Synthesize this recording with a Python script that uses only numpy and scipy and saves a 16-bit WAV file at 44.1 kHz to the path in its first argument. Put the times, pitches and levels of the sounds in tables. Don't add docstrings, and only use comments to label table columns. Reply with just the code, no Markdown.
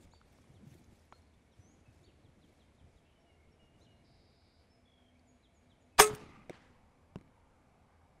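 import sys
import numpy as np
from scipy import signal
from scipy.io import wavfile
from scipy.ndimage import uniform_filter1d

SR = 44100
rng = np.random.default_rng(int(sys.argv[2]) if len(sys.argv) > 2 else 0)


def to_wav(s):
    ch = np.atleast_2d(s).T
    pcm = np.round(np.clip(ch, -1, 1) * 32767)
    wavfile.write(sys.argv[1], SR, pcm.astype(np.int16))


def undo_db(level):
    steps = np.asarray(level, float) / 20
    return 10 ** steps


N = 361607

SHOT_S, LOOSE_S, STRIKE_S = 5.9, 5.9825, 6.501
CUT_S = 6.2
PITCH_WOBBLE = .005


def evened(x):
    return x / np.sqrt(np.mean(x ** 2) + 1e-20)


def add(mix, s, sound):
    part = mix[round(s * SR):][:len(sound)]
    part += sound[:len(part)]


def read(points, hz):
    f, value = np.transpose(points)
    return np.interp(np.log(hz + 1), np.log(f + 1), value)


def band_rms(x, lo_hz, hi_hz):
    band = signal.butter(4, [lo_hz, hi_hz], "band", fs=SR, output="sos")
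    return np.sqrt(np.mean(signal.sosfilt(band, x) ** 2))


def hiss(colour, patchy_db, flicker_db, size=512, count=N):
    frames, hz = 4 * count // size + 5, np.fft.rfftfreq(size, 1 / SR)
    a, b, patches = rng.standard_normal((frames, len(hz), 3)).T
    patches = uniform_filter1d(patches, size=6, axis=0)
    patches = evened(uniform_filter1d(patches, size=16, axis=1))
    flicker = evened(uniform_filter1d(rng.standard_normal(frames), size=4))
    level_db = read(colour, hz)[:, None] + patchy_db * patches + flicker_db * flicker
    z = (a + 1j * b) * undo_db(level_db)
    return evened(signal.istft(z, nperseg=size, noverlap=3 * size // 4)[1][:count])


def resonate(x, hz, width_hz):
    turn = np.exp(2j * np.pi * np.cumsum(hz * np.ones(len(x))) / SR)
    r = np.exp(-np.pi * width_hz / SR)
    return 2 * (turn * signal.lfilter([1 - r], [1, -r], x / turn)).real


def stroke(t):
    # (time [s], level above the shake [dB])
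    clatter = [(6.005, 5), (6.008, 6), (6.011, 3), (6.016, -2), (6.022, 2), (6.025, 2), (6.0285, 4),
               (6.0365, 2), (6.0415, 3), (6.0455, 9), (6.049, 3), (6.053, 2), (6.058, 0), (6.062, 0),
               (6.068, 6), (6.074, 7), (6.079, 8), (6.085, 8), (6.091, 4)]
    stop_s, slap_fall_db_per_s = 6.0005, 749.5
    shake_db, shake_fall_db_per_s, shake_s = -22.5, 350, 0.12
    between_slaps, slap_fade_s = .5, .0018
    after = np.maximum(t - stop_s, 0)
    run = undo_db(np.interp(t, [LOOSE_S, stop_s], [-28, -9]) - slap_fall_db_per_s * after)
    slaps = between_slaps
    for s, db in clatter:
        slaps = slaps + undo_db(db) * np.exp(-np.maximum(t - s, 0) / slap_fade_s) * (t > s)
    shake = undo_db(shake_db - shake_fall_db_per_s * after) * slaps * (t > stop_s)
    shake = shake * np.clip((shake_s - after) / 0.023, 0, 1)
    return np.clip((t - LOOSE_S) / .002 + 1, 0, 1) * np.sqrt(run ** 2 + shake ** 2)


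def string_and_cams(t):
    # (frequency [Hz], density [dB per Hz])
    slap_colour = [(40, -40.5), (100, -19), (200, -17), (300, -40), (600, -29), (900, -17), (1600, -16),
                   (2340, -17.5), (3400, -17), (3910, -19), (5180, -14.5), (5680, -22), (8850, -19),
                   (10200, -23.5), (15500, -26), (16500, -61)]
    # (frequency [Hz], density [dB per Hz])
    rattle_colour = [(880, -31), (1500, -9), (2160, -6), (2270, -10), (2610, -3), (2960, -12), (3470, -7),
                     (4360, -14), (5860, -10), (6530, 0), (7130, -9), (8610, -3), (10500, -11),
                     (15900, -21)]
    # (frequency [Hz], width [Hz], level [dB])
    cams = [(6480, 300, -9), (8560, 400, -4)]
    dull_hz, brighten_s = 6000, 0.01
    force = stroke(t)
    slap = hiss(slap_colour, 2.5, 1.7, size=256, count=len(t))
    rattle = hiss(rattle_colour, 2.5, 1.7, size=256, count=len(t))
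    dull = signal.sosfilt(signal.butter(2, dull_hz, fs=SR, output="sos"), slap)
    slap = dull + np.clip((t - LOOSE_S) / brighten_s, 0, 1) ** 2 * (slap - dull)
    late = np.clip((t - 6.004) / 0.016, 0, 1)
    out = force * (undo_db(-7.0) * (1 - late) * slap + undo_db(-.6) * late * rattle)
    for hz, width_hz, db in cams:
        out += undo_db(db) * resonate(force * late * rattle, hz, width_hz)
    return out


def frame_rings(count):
    # (time [s], level [dB], colour [Hz])
    blows = [(5.9876, -11.5, 1620), (5.9917, -2, 1100), (5.9948, -5, 930), (5.9969, -1.5, 2300),
             (5.9991, 6, 790), (6.0032, -6, 2280), (6.0076, -7.5, 2080), (6.0117, -13, 470)]
    # (frequency [Hz], peak [dB], t60 [s])
    frame = [(860, -17, .025), (802, -20, .045), (956.4, -6, .015), (1117.7, -6, .032), (1197, -24, .031),
             (1387, -20, .04), (1500, -19, .025), (1590, -12.5, .045), (1703, -17, .021),
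             (2084.4, -15.5, .08), (2300, -9, .015), (2686.6, -25, .05), (2870, -15, .024),
             (3317, -15, .04), (5150, -17, .04), (6400, -18, .06), (8500, -17, .07)]
    # (time [s], frequency [Hz], peak [dB], t60 [s], rise
    # [s])
    late_parts = [(6.0007, 404.5, -16.5, .078, .002), (6.0008, 424.5, -17, .31, .0052),
                  (5.9928, 170, -23, .07, .002), (5.986, 80, -33, .08, .004),
                  (6.0078, 600, -25, .088, .0032), (6.0224, 1281, -21, .133, .0107),
                  (6.0176, 1093, -27, .073, .0005), (6.029, 855, -39.5, .2, .002),
                  (6.0185, 2549, -32, .12, .001), (6.028, 8650, -36, .14, .004),
                  (6.004, 746, -21, .09, .003), (6.06, 431, -43, .5, .05), (6.03, 1070, -40, .2, .004),
                  (6.025, 1770, -40, .16, .003), (6.02, 2062, -38, .13, .003), (6.03, 2170, -39, .2, .004),
                  (6.015, 2390, -36, .1, .002), (6.015, 3381, -34, .09, .002), (6.03, 6522, -40, .14, .004)]
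    blow_db_per_octave = 5.0
    out, t = np.zeros(count), np.arange(SR // 2) / SR
    for s, blow_db, colour_hz in blows:
        for hz, db, t60_s in frame:
            rise = 1 - np.exp(-t * hz / 0.81)
            off_db = blow_db_per_octave * abs(np.log2(hz / colour_hz))
            fall = undo_db(db + blow_db - 1.5 - off_db - 60 * t / t60_s)
            add(out, s - SHOT_S, fall * rise * np.sin(2 * np.pi * hz * t))
    for s, hz, db, t60_s, rise_s in late_parts:
        swell = undo_db(db - 60 * t / t60_s) * (1 - np.exp(-t / rise_s))
        add(out, s - SHOT_S, swell * np.sin(2 * np.pi * hz * t))
    return out


def tree_echo(t):
    # (frequency [Hz], t60 [s])
    decay = [(100, 2.3), (500, 0.53), (1500, 0.6), (3000, 0.9), (6000, .8), (12000, 0.56)]
    # (frequency [Hz], density [dB per Hz])
    colour = [(35, -46.5), (60, -13), (120, -1), (300, -5.5), (644, -14), (1200, -13), (1500, -18),
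              (2400, -20), (4000, -25.5), (11400, -40), (14000, -60)]
    hz, frame_s, z = signal.stft(hiss(colour, 1.8, 1.2, count=len(t)), SR, nperseg=256)
    z = z * undo_db(-60 * np.maximum(frame_s + SHOT_S - 6.2, -.1) / read(decay, hz)[:, None])
    echo = signal.istft(z, SR, nperseg=256)[1][:len(t)]
    return undo_db(-52.5) * echo * np.clip((t - 6.01) / 0.013, 0, 1)


def woods(t):
    # (frequency [Hz], width [Hz], level [dB])
    wood_rings = [(830, 200, -72), (1200, 70, -67), (1350, 350, -73), (2050, 300, -70), (2450, 400, -72)]
    start_s, end_s, fall_db_per_s = 6.16, 6.42, 9
    rings = np.zeros(len(t))
    for hz, width_hz, db in wood_rings:
        fuzz = resonate(rng.standard_normal(len(t)), hz, width_hz)
        rings += undo_db(db) * evened(resonate(fuzz, hz, 2 * width_hz))
    on = np.clip((t - start_s) / .06, 0, 1) * np.clip((end_s - t) / .04 + 1, .4, 1)
    on = on * (t < STRIKE_S + .1)
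    lumps = undo_db(1.6 * evened(uniform_filter1d(rng.standard_normal(len(t)), size=900)))
    return rings * on * lumps * undo_db(-fall_db_per_s * (t - start_s))


def strike_return(t):
    # (frequency [Hz], density [dB per Hz])
    return_colour = [(200, -25), (500, -2), (1000, -6), (1400, -4), (1800, -2), (2400, -9), (4000, -16.5),
                     (8000, -26), (12000, -39.5), (16000, -70)]
    tree_lag_s, near_db, near_fall_db_per_s = 0.028, -62, 300
    far_db, far_fall_db_per_s, far_bend_db_per_s2 = -67, 16, 150
    near, far = np.maximum(t - STRIKE_S, 0), np.maximum(t - STRIKE_S - tree_lag_s, 0)
    back = undo_db(far_db - far_fall_db_per_s * far - far_bend_db_per_s2 * far ** 2)
    back = back * np.minimum(far / .003, 1)
    scatter = undo_db(near_db - near_fall_db_per_s * near) * np.minimum(near / 0.00204, 1)
    return undo_db(3.5) * (scatter + back) * hiss(return_colour, 1.71, 1.3, size=256, count=len(t))


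def shot():
    start = round(SHOT_S * SR)
    t = np.arange(start, start + 3 * SR // 2) / SR
    out = np.zeros(N)
    near = string_and_cams(t) + frame_rings(len(t))
    add(out, SHOT_S, near + tree_echo(t) + strike_return(t) + woods(t))
    return out


def knocks():
    # (time [s], peak [dB], pitch [Hz], t60 [s])
    bodies = [(.1355, -49.5, 900, 0.0168), (0.2143, -47.5, 1330, 0.01), (.386, -54, 500, 0.0116),
              (0.751, -47, 332, .035), (1.1243, -35, 1047, 0.0074), (1.1262, -44.5, 607, 0.016),
              (1.127, -57, 1350, .07), (1.158, -58, 500, .02), (.074, -60, 680, .02), (.258, -57, 450, .02),
              (.441, -59, 1050, .014), (.474, -59, 600, .014), (6.111, -29, 126.6, 0.031),
              (6.135, -26, 138, 0.026), (6.15, -51, 1072, 0.028), (6.373, -50.5, 230, .052),
              (6.39, -50, 169, 0.0546), (6.4971, -35, 560, 0.016), (6.4985, -39, 170, 0.03),
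              (6.5002, -45, 750, 0.03), (6.5049, -33, 340, 0.022), (7.1586, -25, 153.8, 0.024),
              (7.158, -47, 1500, .012), (7.1591, -40, 377, 0.032), (7.1703, -36, 200, 0.033),
              (7.186, -46, 250, 0.0264), (7.2113, -47, 300, 0.023), (7.192, -50, 150, .03),
              (7.243, -50, 140, .03), (7.1585, -44, 900, .012), (6.183, -46, 190, .03),
              (1.1245, -46, 400, .018), (.136, -56, 520, .016)]
    # (time [s], peak [dB], colour [Hz])
    ticks = [(.1355, -58, 1490), (0.2144, -62, 2000), (.386, -58, 1200), (.75, -68.5, 2000),
             (.844, -61.5, 6500), (1.1248, -49.5, 2300), (1.1267, -57, 3230), (1.221, -65.5, 5540),
             (5.195, -64, 4520), (6.157, -53.5, 12000), (6.157, -52, 15000), (6.1575, -51, 8600),
             (6.149, -50, 15200), (6.139, -55, 14000), (6.139, -56, 9000), (6.149, -52, 13200),
             (6.149, -46, 6140), (6.15, -42, 8800), (6.182, -55, 5000), (6.4964, -36, 2170),
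             (6.4964, -49.5, 5700), (6.4964, -52, 3600), (6.4964, -55, 9000), (6.4963, -33, 600),
             (6.5037, -30, 400), (7.1581, -45.5, 2800), (7.158, -34, 610), (7.1582, -57, 5600),
             (7.1582, -62, 7200), (7.1584, -46, 1080), (7.186, -58.5, 2100), (7.2114, -57, 2223),
             (.075, -65, 2250), (.432, -66, 3400), (.442, -64, 2100), (.475, -66, 2000), (.387, -64, 2900),
             (.214, -64, 3100), (7.186, -68, 4000), (7.186, -72, 8500), (7.2114, -66, 4000),
             (7.2114, -68, 6500), (7.2114, -70, 8600), (7.2776, -64, 2270), (7.224, -70, 4200),
             (6.4966, -58, 10800), (6.4968, -55, 7900), (6.5325, -57, 1900), (5.9812, -44, 2600),
             (5.9855, -34, 3200), (5.9855, -36, 8000)]
    # (time [s], peak [dB], pitch [Hz])
    thuds = [(0.494, -50, 140.2), (0.555, -49.5, 92.3), (0.626, -47.5, 210), (0.666, -43.5, 140),
             (.715, -48, 120), (.752, -54, 170), (1.588, -48, 101), (.875, -53, 90), (1.88, -50, 110),
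             (2.0, -55, 119), (2.24, -53, 99), (2.84, -50.5, 79), (2.958, -56, 64.6), (3.836, -59, 119),
             (5.661, -63, 122)]
    softness = 2.3
    out, t = np.zeros(N), np.arange(2500) / SR
    for s, db, hz, t60_s in bodies:
        swing = (1 - np.exp(-t * hz / 0.25)) * np.sin(2 * np.pi * hz * t)
        add(out, s, swing * undo_db(db - 60 * t / t60_s))
    for s, db, hz in ticks:
        grit = rng.standard_normal(len(t)) * undo_db(-60 * t / 0.014)
        grit = resonate(resonate(grit, 1.1 * hz, 2.0 * hz), hz, 2.5 * hz)
        tick = 0.22 * grit - np.sin(2 * np.pi * hz * t) * undo_db(-60 * t / 0.0082)
        soften = signal.butter(2, min(softness * hz, .45 * SR), fs=SR)
        add(out, s, undo_db(db) * signal.lfilter(*soften, tick))
    for s, db, hz in thuds:
        lump = np.exp(1 - t / 0.00738) * t / 0.0071
        add(out, s, undo_db(db - 3.5) * np.sin(2 * np.pi * hz * t) * lump)
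    return out


def note(length_s, hz0, hz1, db, glide_from, glide_to, top, start_db, end_db):
    u = np.arange(0, 1, 1 / (length_s * SR))
    ease = (1 - np.cos(np.pi * np.interp(u, [glide_from, glide_to], [0, 1]))) / 2
    shake = 1 + PITCH_WOBBLE * evened(uniform_filter1d(rng.standard_normal(len(u)), size=120))
    tone = np.sin(2 * np.pi * np.cumsum((hz0 + (hz1 - hz0) * ease) * shake) / SR)
    swell_db = db + np.interp(u, [0, top, 1], [start_db, 0, end_db])
    return np.sqrt(2) * undo_db(swell_db) * tone * signal.windows.tukey(len(u), .3)


def arch(length_s, hz0, top_hz, db):
    u = np.arange(0, 1, 1 / (length_s * SR))
    hz = hz0 + (top_hz - hz0) * np.sin(np.pi * u ** .85)
    tone = np.sin(2 * np.pi * np.cumsum(hz) / SR)
    return np.sqrt(2) * undo_db(db) * tone * signal.windows.tukey(len(u), .4)


def buzz(length_s, hz0, hz1, width_hz, db):
    glide = np.linspace(hz0, hz1, round(length_s * SR))
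    rasp = resonate(rng.standard_normal(len(glide)), glide, width_hz)
    rasp = resonate(rasp, glide, width_hz)
    return undo_db(db) * evened(rasp) * signal.windows.tukey(len(glide), .15)


def trill(length_s, beats_per_s, hz0, hz1, swing_hz, throb, lag_rad, db):
    count = round(length_s * SR)
    wander = evened(uniform_filter1d(rng.standard_normal(count), size=600))
    rough = evened(uniform_filter1d(rng.standard_normal(count), size=150))
    beat = 2 * np.pi * np.cumsum(beats_per_s * (1 + 0.07 * wander)) / SR
    hz = np.linspace(hz0, hz1, count) * (1 + PITCH_WOBBLE * wander)
    hz = hz + swing_hz * (np.cos(beat) + 0.17 * rough)
    tone = np.sin(2 * np.pi * np.cumsum(hz) / SR) * (1 + throb * np.cos(beat - lag_rad))
    tone = tone * undo_db(.7 * np.cos(beat))
    return undo_db(db) * evened(tone) * signal.windows.tukey(count, .06) * undo_db(np.linspace(.9, -1.4, count))


def birds():
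    # (time [s], length [s], start [Hz], end [Hz], level [dB])
    falling = [(0.542, .05, 3850, 3065, -75.5), (1.511, .045, 3950, 3120, -77),
               (2.231, 0.051, 4150, 3193, -76), (2.41, 0.054, 4140, 3074, -73.5),
               (2.589, .055, 4100, 3114, -73), (2.777, .045, 3810, 3058, -76),
               (2.963, .04, 3950, 3200, -77.5), (5.424, 0.057, 4080, 3150, -71.5),
               (5.693, 0.05, 3950, 3050, -71.5)]
    rising = [(.108, 0.085, 3300, 4560, -70.5), (1.118, .06, 3480, 4250, -70.5),
              (1.33, .05, 3370, 3556, -81), (2.03, 0.066, 3376, 4500, -70), (3.8, 0.072, 3440, 4100, -71)]
    high = [(5.262, 0.0606, 7250, 6670, -73), (5.532, 0.075, 7273, 6640, -77), (5.8, .05, 7150, 6700, -80)]
    thin = [(3.19, 0.048, 5500, 5520, -81), (3.51, 0.038, 5490, 5500, -77.5),
            (3.812, .058, 5500, 5500, -82), (4.691, 0.053, 5260, 5280, -72.5),
            (4.735, .035, 5206, 5070, -74)]
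    mellow = [(1.59, 0.18, 5945, 6790, -74.5), (1.85, .05, 2610, 2582, -76),
              (3.152, 0.05, 3030, 3000, -78.5), (3.245, 0.125, 2900, 2800, -79),
              (3.58, 0.14, 2870, 2830, -76), (3.85, 0.14, 2900, 2840, -76.5),
              (5.152, 0.025, 2280, 2520, -78), (5.92, 0.059, 2580, 2520, -81)]
    # (glide from [share], glide to [share], loudest at [share], start [dB], end [dB])
    shapes = [
        (.1, .8, .58, -9, -14),
        (0.029, .36, 0.28, -10.5, -17),
        (0.0013, .7, 0.51, -15, -13),
        (.1, 0.865, 0.51, -13.5, -13.5),
        (.2, .85, .25, -4, -5),
    ]
    # (time [s], length [s], start [Hz], top [Hz], level [dB])
    arched = [(3.36, .095, 2060, 2190, -78), (3.725, .075, 2650, 2960, -81), (3.285, .035, 2100, 2220, -80)]
    # (time [s], length [s])
    buzz_times = [(2.06, .05), (3.04, .1), (3.845, .03), (3.8, .05), (.11, .04), (1.115, .012), (2.03, .02),
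                  (1.52, .03), (.14, .03), (3.975, .04)]
    # (start [Hz], end [Hz], width [Hz], level [dB])
    buzzes = [(3838, 2500, 620, -76), (2700, 3030, 670, -81), (3820, 2850, 300, -76.5),
              (5800, 7200, 340, -84), (6500, 7350, 400, -79.5), (6900, 6900, 200, -78),
              (6800, 6900, 200, -80), (5800, 5200, 200, -85), (4260, 2480, 400, -77), (4100, 4110, 56, -84)]
    # (time [s], length [s], beat [1/s])
    trill_times = [
        (4.035, .61, 182),
        (4.852, .255, 47),
    ]
    # (start [Hz], end [Hz], swing [Hz], throb [0-1], throb lag [rad], level [dB])
    trills = [
        (4400, 4330, 710, 0.3, .3, -77.5),
        (3430, 3190, 75, 0.8, 2, -76),
    ]
    out = np.zeros(N)
    for rows, shape in zip((falling, rising, high, thin, mellow), shapes):
        for s, *row in rows:
            add(out, s, note(*row, *shape))
    for s, *row in arched:
        add(out, s, arch(*row))
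    for (s, length_s), row in zip(buzz_times, buzzes):
        add(out, s, buzz(length_s, *row))
    for (s, *beat), row in zip(trill_times, trills):
        add(out, s, trill(*beat, *row))
    t = np.arange(SR // 2) / SR
    smear = rng.standard_normal(len(t)) * undo_db(-60 * t / .65)
    return out + undo_db(-4.5) * signal.oaconvolve(out, smear / np.linalg.norm(smear))[:N]


def cloth_rustle(t):
    # (time [s], length [s], level [dB])
    rubs = [(0, 0.062, -74), (0.246, 0.223, -82), (0.456, .14, -87.5), (0.633, 0.23, -76),
            (0.839, 0.28, -83), (1.1, 0.129, -84), (1.544, 0.128, -87), (1.854, 0.275, -85.5),
            (2.38, 0.303, -84.5), (2.733, .05, -87), (2.86, 0.185, -87), (3.77, .1, -85)]
    # (frequency [Hz], density [dB per Hz])
    cloth_colour = [(880, -38), (1500, -5), (2120, -6), (2790, -8.5), (3050, -11), (3270, -7), (6860, -8),
                    (15900, -18)]
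    rest_db, still_s, top = -92, 3.8, 0.65
    level = undo_db(rest_db) * np.clip(1 - t / still_s, 0, 1)
    for s, length_s, db in rubs:
        knots_s = s + length_s * np.array([0, top / 2, top, 1])
        level = level + undo_db(db) * np.interp(t, knots_s, [0.033, 0.92, 0.75, 0.0069])
    return undo_db(3.0) * level * hiss(cloth_colour, 2.3, 1.9, size=256)


def air_and_wind(t):
    # (frequency [Hz], density [dB per Hz])
    lawn_colour = [(12, -43), (20, -15.5), (75, 2), (161, -8.5), (249, -6), (301, -10), (678, -12),
                   (1170, -20.5), (2230, -23), (2770, -26), (3260, -27), (4640, -32), (11400, -37),
                   (13000, -52.5)]
    # (frequency [Hz], density [dB per Hz])
    field_colour = [(12, -46.5), (20, -4), (82, -4), (161, -7.5), (217, -9), (249, -3), (344, -25),
                    (394, -8.5), (439, -15.5), (490, -8.5), (600, -13), (800, -9.5), (1650, -22),
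                    (3540, -32), (10500, -38.5), (13000, -40.5)]
    # (time [s], level [dB])
    wind = [(0.0, -62.5), (0.05, -57), (0.15, -70.5), (0.55, -62.5), (0.91, -64), (1.06, -72), (1.5, -75.5),
            (1.6, -69), (2.5, -68), (2.97, -72), (3.38, -74.5), (3.93, -67), (4.57, -82.5), (5.5, -83.5),
            (5.95, -75), (6.25, -66), (6.8, -72.5), (8.2, -74)]
    # (frequency [Hz], density [dB per Hz])
    gust_colour = [(20, -12), (60, -2.5), (150, -1.5), (300, -5.5), (600, -20), (1500, -46), (16000, -82)]
    lawn_db, field_db, leaves_share = -75.5, -73, 0.11
    wind_db = np.interp(t, *np.transpose(wind))
    lawn = hiss(lawn_colour, 0.59, 0.6073, size=2048)
    field = hiss(field_colour, 1.38, 0.23, size=2048)
    share = np.clip((t - CUT_S) / 0.1, 0, 1)
    air = (1 - share) * undo_db(lawn_db) * lawn / band_rms(lawn, 500, 1500)
    air += share * undo_db(field_db) * field / band_rms(field, 580, 1380)
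    air *= undo_db(leaves_share * (wind_db - wind_db.mean()))
    return air + undo_db(wind_db) * hiss(gust_colour, 3.0, 3.5, size=1024)


def drones(t):
    # (from [s], to [s], frequency [Hz])
    drone_times = [(-1, 8.3, 81), (4.4, 5.95, 248), (2.6, 5.95, 680), (-1, 8.3, 2250)]
    # (width [Hz], level [dB])
    drone_levels = [(9.96, -73.5), (6.48, -75.5), (30, -82), (300, -86.5)]
    out = np.zeros(N)
    for (from_s, to_s, hz), (width_hz, db) in zip(drone_times, drone_levels):
        on = np.clip((t - from_s) / 0.38, 0, 1) * (t < to_s)
        hum = signal.filtfilt(*signal.iirpeak(hz, hz / width_hz, SR), rng.standard_normal(N))
        out += undo_db(db) * on * evened(hum)
    return out


def background():
    t = np.arange(N) / SR
    return air_and_wind(t) + cloth_rustle(t) + drones(t)


def scene():
    mono = shot() + knocks() + birds() + background()
    return np.array([mono, mono])


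def band_limit(x):
    return signal.sosfilt(signal.butter(12, 16020, fs=SR, output="sos"), x)


def record(dry):
    # (frequency [Hz], level [dB])
    mismatch = [(200, -51.5), (2000, -40), (5000, -28), (9000, -15.5), (14000, -12)]
    hz, frame_s, z = signal.stft(0.96 * np.tanh(dry[0] / 1.001), SR, nperseg=1024)
    power = uniform_filter1d(abs(z) ** 2, size=16, axis=0)
    faint = (power < undo_db(-110.5) ** 2) | (frame_s > CUT_S + .1)
    weak = (hz[:, None] > 12000) & faint
    z = z * np.where(weak, undo_db(-25), 1) * (hz[:, None] < 15750)
    side = z * undo_db(read(mismatch, hz))[:, None] * np.exp(2j * np.pi * rng.random(z.shape))
    pair = signal.istft(np.array([z + side, z - side]), SR, nperseg=1024)[1][:, :N]
    return band_limit(pair)


dry = scene()
out = record(dry)
to_wav(out)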